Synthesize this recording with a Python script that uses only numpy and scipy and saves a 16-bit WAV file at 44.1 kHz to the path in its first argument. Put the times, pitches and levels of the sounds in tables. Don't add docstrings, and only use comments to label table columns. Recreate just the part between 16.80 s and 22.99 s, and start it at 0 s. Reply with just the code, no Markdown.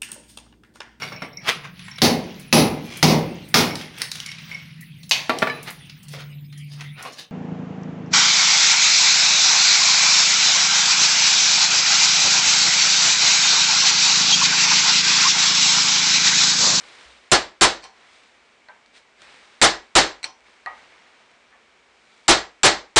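import sys
import numpy as np
from scipy import signal
from scipy.fft import rfft, irfft
from scipy.io import wavfile
from scipy.ndimage import uniform_filter1d, minimum_filter1d

SR = 44100
rng = np.random.default_rng(int(sys.argv[2]) if len(sys.argv) > 2 else 0)


def master_out(mix):
    frames = np.transpose(np.atleast_2d(mix))
    ceiling = np.clip(frames, -1, 1)
    pcm = np.round(ceiling * 32767).astype(np.int16)
    wavfile.write(sys.argv[1], SR, pcm)


N = 272979
AGE_S = np.arange(int(0.6 * SR)) / SR
CUTOFF_HZ = 11450

# (frequency [Hz], density [dB per Hz])
AIR_SPECTRUM = [(25, -31.5), (55, -6.5), (100, -17), (170, -12.5), (240, -5), (290, -10), (400, -5.5),
                (1000, -6), (2200, -7), (3000, -10.5), (5000, -17.5), (8000, -22.5), (11000, -34.5)]
# (start [s], swell [s], hold [s], dying away [dB/s], rub [dB], swish [dB])
HAND_MOVES = [(0, 0.0022, .22, 43, -49.5, -52), (1.1, 0.084, 0.013, 17, -55.5, -62.5),
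              (1.22, 0.12, 0, 54.5, -62, -57.5), (2.125, 0.046, 0, 318, -54.5, -51),
              (2.353, .075, .11, 24, -51.5, -56), (3.62, 0.04, 0.054, 35, -57.5, -64),
              (3.87, 0.1, 0.059, 16, -53, -61.5), (4.948, .4, 0.094, 49.5, -63.5, -63.5)]
# (frequency [Hz], density [dB per Hz])
RUB_SPECTRUM = [(40, -16), (150, -9.5), (400, 0), (1000, 2), (2200, 4), (3200, -3.5), (6000, -13.5),
                (11000, -38)]
# (frequency [Hz], density [dB per Hz])
SWISH_SPECTRUM = [(800, -17.5), (2200, -1.5), (3800, 2), (6000, -7.5), (9000, -9.5), (11000, -26.5)]
# (time [s], level [dB])
BENCH_BUMPS = [(0.258, -55.5), (3.876, -63)]
# (time [s], force [dB], tilt of the clanging [dB/octave], clang t60 [ratio], clang rise [s])
FULL_BLOWS = [(0.5158, -7, 0, 1.15, 0.0031), (0.8104, -3.5, 0.74, 1.127, 0.0089),
              (2.8154, -1.5, 0.65, 1.07, 0.01), (3.1532, -2.5, 0.4, 1.14, 0.0091),
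              (5.4810, -1.5, 0.56, 1.077, .011), (5.8329, -2, 0.63, 1.122, 0.015),
              (6.1602, -5, 0.35, 1.66, 0.0048)]
# (frequency [Hz], density [dB per Hz])
CRACK_SPECTRUM = [(60, -24), (500, -13.5), (1400, 1.5), (3000, -2.5), (4300, 0.5), (6000, -7.5),
                  (8000, -6.5), (9500, -17.5), (11000, -20.5)]
# (frequency [Hz], level [dB], t60 [s])
PUNCH_RING = [(1310, -9, .05), (3700, -8, .05), (4170, -6, .06), (7375, 7, .05), (7430, -9, .27)]
# (frequency [Hz], level [dB], t60 [s])
VISE_RING = [(326, -4, .26), (356, -3, .23), (394, -5, .22), (590, -6, .2), (633, -4, .24), (682, -3, .21),
             (775, 1, .24), (815, -2, .28), (895, -8, .23), (1025, -1, .24), (1151, -5, .23),
             (1186, -6, .24), (1300, -2, .22), (1366, -4, .2), (1430, -7, .22), (1643, -3, .24),
             (1684, -6, .3), (1724, -7, .3), (1826, -8, .3), (1934, -4, .3), (2040, -8, .26),
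             (2175, -6, .27)]
# (frequency [Hz], level [dB], t60 [s])
HINGE_RING = [(2775, -9, .21), (3235, -8, .21), (3347, -7, .22), (3676, -3, .22), (3905, -6, .23),
              (4232, -7, .22), (4335, -2, .23), (4593, -5, .2), (5135, -4, .22), (5378, -6, .24),
              (5858, -10, .23), (6271, -9, .23), (6440, -10, .26), (7387, -7, .24)]
# (frequency [Hz], density [dB per Hz])
CLANG_SPECTRUM = [(25, -15.5), (60, -7), (130, -8.5), (260, -5), (350, 0.5), (500, 0.5), (800, 2),
                  (1500, 0), (2600, -3.5), (4000, -0.5), (5500, -5.5), (7500, -8), (9000, -13.5),
                  (11000, -31.5)]
# (frequency [Hz], t60 [s])
CLANG_DECAY = [(50, 0.28), (120, 0.24), (300, 0.28), (800, 0.26), (1900, 0.25), (3000, 0.23), (5000, 0.23),
               (7500, 0.19), (10000, 0.16)]
# (time [s], force [dB], click sharpness [dB], ring tilt [dB/octave])
LIGHT_TAPS = [(1.024, -25, -25, -1), (1.040, -25.5, -13, -2), (3.4299, -30.5, 1, -1),
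              (3.4414, -18, -1.5, 0.5)]
# (frequency [Hz], density [dB per Hz])
TAP_CLICK_SPECTRUM = [(200, -24), (1000, -2.5), (1600, 0), (2500, 11), (3300, -5), (4300, 18), (5000, -7),
                      (5800, 9.5), (6700, -18.5), (7800, 5), (9500, -4.5), (11000, -49)]
# (frequency [Hz], level [dB], t60 [s])
LOOSE_PUNCH_RING = [(770, -3, .34), (900, -2, .3), (1040, -2, .3), (1700, -8, .15), (2250, -6, .18),
                    (2449, -4, .2), (3101, -5, .22), (4090, -4, .17), (4317, -2, .24), (4500, -5, .17),
                    (5039, -6, .24), (5300, -7, .22), (5545, -5, .24), (5750, -6, .24), (5900, -6, .28)]
# (time [s], force [dB], pitch [ratio], late ring tilt [dB/octave], ring freedom [dB])
SEATING_KNOCKS = [(1.8860, -38, 0.81, -2.5, -3.5), (3.8611, -27, 0.99, -4, 0.5), (4.727, -48, 0.91, -1, -5)]
# (frequency [Hz], density [dB per Hz])
KNOCK_CLICK_SPECTRUM = [(200, -70.5), (800, 7), (1900, 28), (3000, 1), (4300, 14), (6000, -32.5),
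                        (11000, -56)]
# (frequency [Hz], density [dB per Hz])
KNOCK_ROOM_SPECTRUM = [(150, -29), (500, -5.5), (900, 6.5), (1500, -5), (2000, 0), (3000, -15), (9000, -40)]
# (frequency [Hz], level [dB], t60 [s])
SEATED_RING = [(766, -7, .2), (1140, -8, .18), (1250, -3, .2), (1836, -6, .15), (1936, 2, .2),
               (2400, -11, .05), (3850, -18, .04)]
# (time [s], level [dB])
GRIP_TICKS = [(2.061, -46), (2.419, -37), (3.606, -49), (4.514, -49.5), (5.378, -51)]


def from_db(db):
    return 10 ** (np.asarray(db) / 20)


def rms_one(x):
    return x / np.sqrt(np.mean(x ** 2) + 1e-20)


def at_hz(points, hz):
    known_hz, values = np.transpose(points)
    return np.interp(np.log(hz + 1), np.log(known_hz), values)


def bins_hz(size):
    return np.arange(size // 2 + 1) * SR / size


def noise(spectrum, size):
    white = rfft(rng.standard_normal(size))
    gain = from_db(at_hz(spectrum, bins_hz(size)))
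    return rms_one(irfft(white * gain, size))


def fade(t60_s):
    return np.exp(-np.log(1000) * AGE_S / max(t60_s, 1e-3))


def add(track, time_s, sound):
    start = max(round(time_s * SR), 0)
    track[start:start + len(sound)] += sound[:max(N - start, 0)]


def air(air_db=-59, whine_hz=2270, whine_width_hz=150, whine_db=-67):
    b, a = signal.iirpeak(whine_hz, whine_hz / whine_width_hz, fs=SR)
    whine = rms_one(signal.lfilter(b, a, rng.standard_normal(N)))
    return from_db(air_db) * noise(AIR_SPECTRUM, N) + from_db(whine_db) * whine


def cloth(grain_rms_db=1.0):
    t = np.arange(N) / SR
    rub_power, swish_power = 0, 0
    for start_s, swell_s, hold_s, fall_db_per_s, rub_db, swish_db in HAND_MOVES:
        push = np.clip((t - start_s) / max(swell_s, 1e-3), 0, 1)
        falling_s = np.maximum(t - start_s - swell_s - hold_s, 0)
        speed = push * from_db(-fall_db_per_s * falling_s)
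        rub_power = rub_power + (speed * from_db(rub_db)) ** 2
        swish_power = swish_power + (speed * from_db(swish_db)) ** 2
    flutter = rms_one(uniform_filter1d(rng.standard_normal(N), size=200))
    grain = from_db(grain_rms_db * flutter)
    rub = np.sqrt(rub_power) * noise(RUB_SPECTRUM, N)
    swish = np.sqrt(swish_power) * noise(SWISH_SPECTRUM, N)
    return grain * (rub + swish)


def bench(hz, t60_s):
    return np.sin(2 * np.pi * hz * AGE_S) * fade(t60_s)


def bumps():
    out = np.zeros(N)
    for time_s, level_db in BENCH_BUMPS:
        add(out, time_s, from_db(level_db) * bench(hz=62, t60_s=0.52))
    return out


def ring(modes, pitch=1, tilt_db=0, wet=0.6, scatter_hz=55):
    out = 0
    wet = np.clip(wet, 0, 1)
    for hz, level_db, t60_s in modes:
        luck = rng.standard_normal((2, 256))
        points = luck[0] + 1j * luck[1]
        echoes = np.interp(AGE_S * scatter_hz, np.arange(len(points)), points) / np.sqrt(2)
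        carrier = np.exp(2j * np.pi * (hz * pitch * AGE_S + rng.random()))
        tone = (np.sqrt(1 - wet) + np.sqrt(wet) * echoes) * carrier
        gain = from_db(level_db + tilt_db * np.log2(hz / 2000))
        out = out + gain * fade(t60_s) * tone.real
    return out


def clang(length=1, tilt_db=0):
    size = len(AGE_S)
    hz = bins_hz(size)
    tilt = from_db(tilt_db * np.log2((hz + 200) / 2000))
    dense = rfft(noise(CLANG_SPECTRUM, size)) * tilt
    band_log_hz = np.log(np.array(CLANG_DECAY)[:, 0])
    out = 0
    for share, (_, t60_s) in zip(np.eye(len(CLANG_DECAY)), CLANG_DECAY):
        band = np.interp(np.log(hz + 1), band_log_hz, share)
        out = out + irfft(dense * band, size) * fade(t60_s * length)
    return out


def swell(delay_s, rise_s):
    return 1 - np.exp(-(np.maximum(AGE_S - delay_s, 0) / rise_s) ** 2)


def blows(crack_db=-8, crack_t60_s=0.078, punch_db=-12, vise_db=-12.0, hinge_db=-13,
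          clang_db=-1, early_db=4.5, early_s=0.053, bench_db=-27):
    out = np.zeros(N)
    early = from_db(early_db * np.exp(-(AGE_S / early_s) ** 4))
    for time_s, force_db, tilt_db, length, rise_s in FULL_BLOWS:
        crack = from_db(crack_db) * noise(CRACK_SPECTRUM, len(AGE_S)) * fade(crack_t60_s)
        punch = from_db(punch_db) * ring(PUNCH_RING, wet=0.15)
        vise = from_db(vise_db) * ring(VISE_RING, tilt_db=tilt_db, wet=0.4, scatter_hz=30.65)
        hinge = from_db(hinge_db) * ring(HINGE_RING, tilt_db=tilt_db, wet=0.84, scatter_hz=64.73)
        room = from_db(clang_db) * clang(length, tilt_db)
        body = (vise + hinge + room) * swell(0.0012, rise_s) * early
        flex = from_db(bench_db) * bench(hz=48, t60_s=0.34)
        add(out, time_s, from_db(force_db) * (crack + punch + body + flex))
    return out


def taps(click_t60_s=0.05, modes_db=-20, room_db=-19):
    out = np.zeros(N)
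    for time_s, force_db, sharp_db, tilt_db in LIGHT_TAPS:
        click = from_db(sharp_db) * noise(TAP_CLICK_SPECTRUM, len(AGE_S)) * fade(click_t60_s)
        punch = from_db(modes_db) * ring(LOOSE_PUNCH_RING, tilt_db=tilt_db, wet=0.8, scatter_hz=105.0)
        room = from_db(room_db) * clang(1.0, -0.28)
        body = (punch + room) * swell(0, 0.0078)
        add(out, time_s, from_db(force_db) * (click + body))
    return out


def knocks(click_db=-1, strike_db=-1, modes_db=-2, room_db=-8):
    out = np.zeros(N)
    for time_s, force_db, pitch, tilt_db, free_db in SEATING_KNOCKS:
        click = from_db(click_db) * noise(KNOCK_CLICK_SPECTRUM, len(AGE_S)) * fade(0.022)
        strike = from_db(strike_db + free_db) * ring(SEATED_RING, pitch, wet=0.084)
        strike = strike * fade(0.078) * swell(0, 0.00082)
        late_ring = from_db(modes_db + free_db) * ring(SEATED_RING, pitch, tilt_db, wet=0.6, scatter_hz=60)
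        room = from_db(room_db) * noise(KNOCK_ROOM_SPECTRUM, len(AGE_S)) * fade(0.39)
        after = (late_ring + room) * swell(0.0046, 0.0042)
        add(out, time_s, from_db(force_db) * (click + strike + after))
    return out


def ticks(room_db=-19):
    out = np.zeros(N)
    for time_s, level_db in GRIP_TICKS:
        contact = noise(CRACK_SPECTRUM, len(AGE_S)) * fade(0.008)
        add(out, time_s, from_db(level_db) * (contact + from_db(room_db) * clang()))
    return out


def scene():
    return (air() + cloth() + bumps() + blows() + taps() + knocks() + ticks())[None]


def record(dry, threshold_db=-6.0, release_db_per_s=380, top=0.7, dull_hz=10100):
    power = uniform_filter1d(dry[0] ** 2, size=180)
    level_db = 10 * np.log10(np.maximum(power, 1e-12))
    ramp_db = release_db_per_s * np.arange(N) / SR
    over_db = np.maximum(level_db - threshold_db, 0)
    cut_db = np.maximum.accumulate(over_db + ramp_db) - ramp_db
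    held = dry * from_db(-cut_db)
    height = np.abs(held)
    crest = height == -minimum_filter1d(-height, size=9)
    overflow = crest & (height > 2.25 * from_db(threshold_db))
    flips = signal.lfilter([1, 1], [1], np.sign(held) * overflow)
    wrapped = top * (np.tanh(held / top) - 2 * flips)
    dull_filter = signal.butter(4, dull_hz, fs=SR, output="sos")
    soft = signal.sosfiltfilt(dull_filter, wrapped)
    band_limit = signal.cheby2(16, 60, CUTOFF_HZ, fs=SR, output="sos")
    return signal.sosfilt(band_limit, soft)


dry = scene()
out = record(dry)
master_out(out)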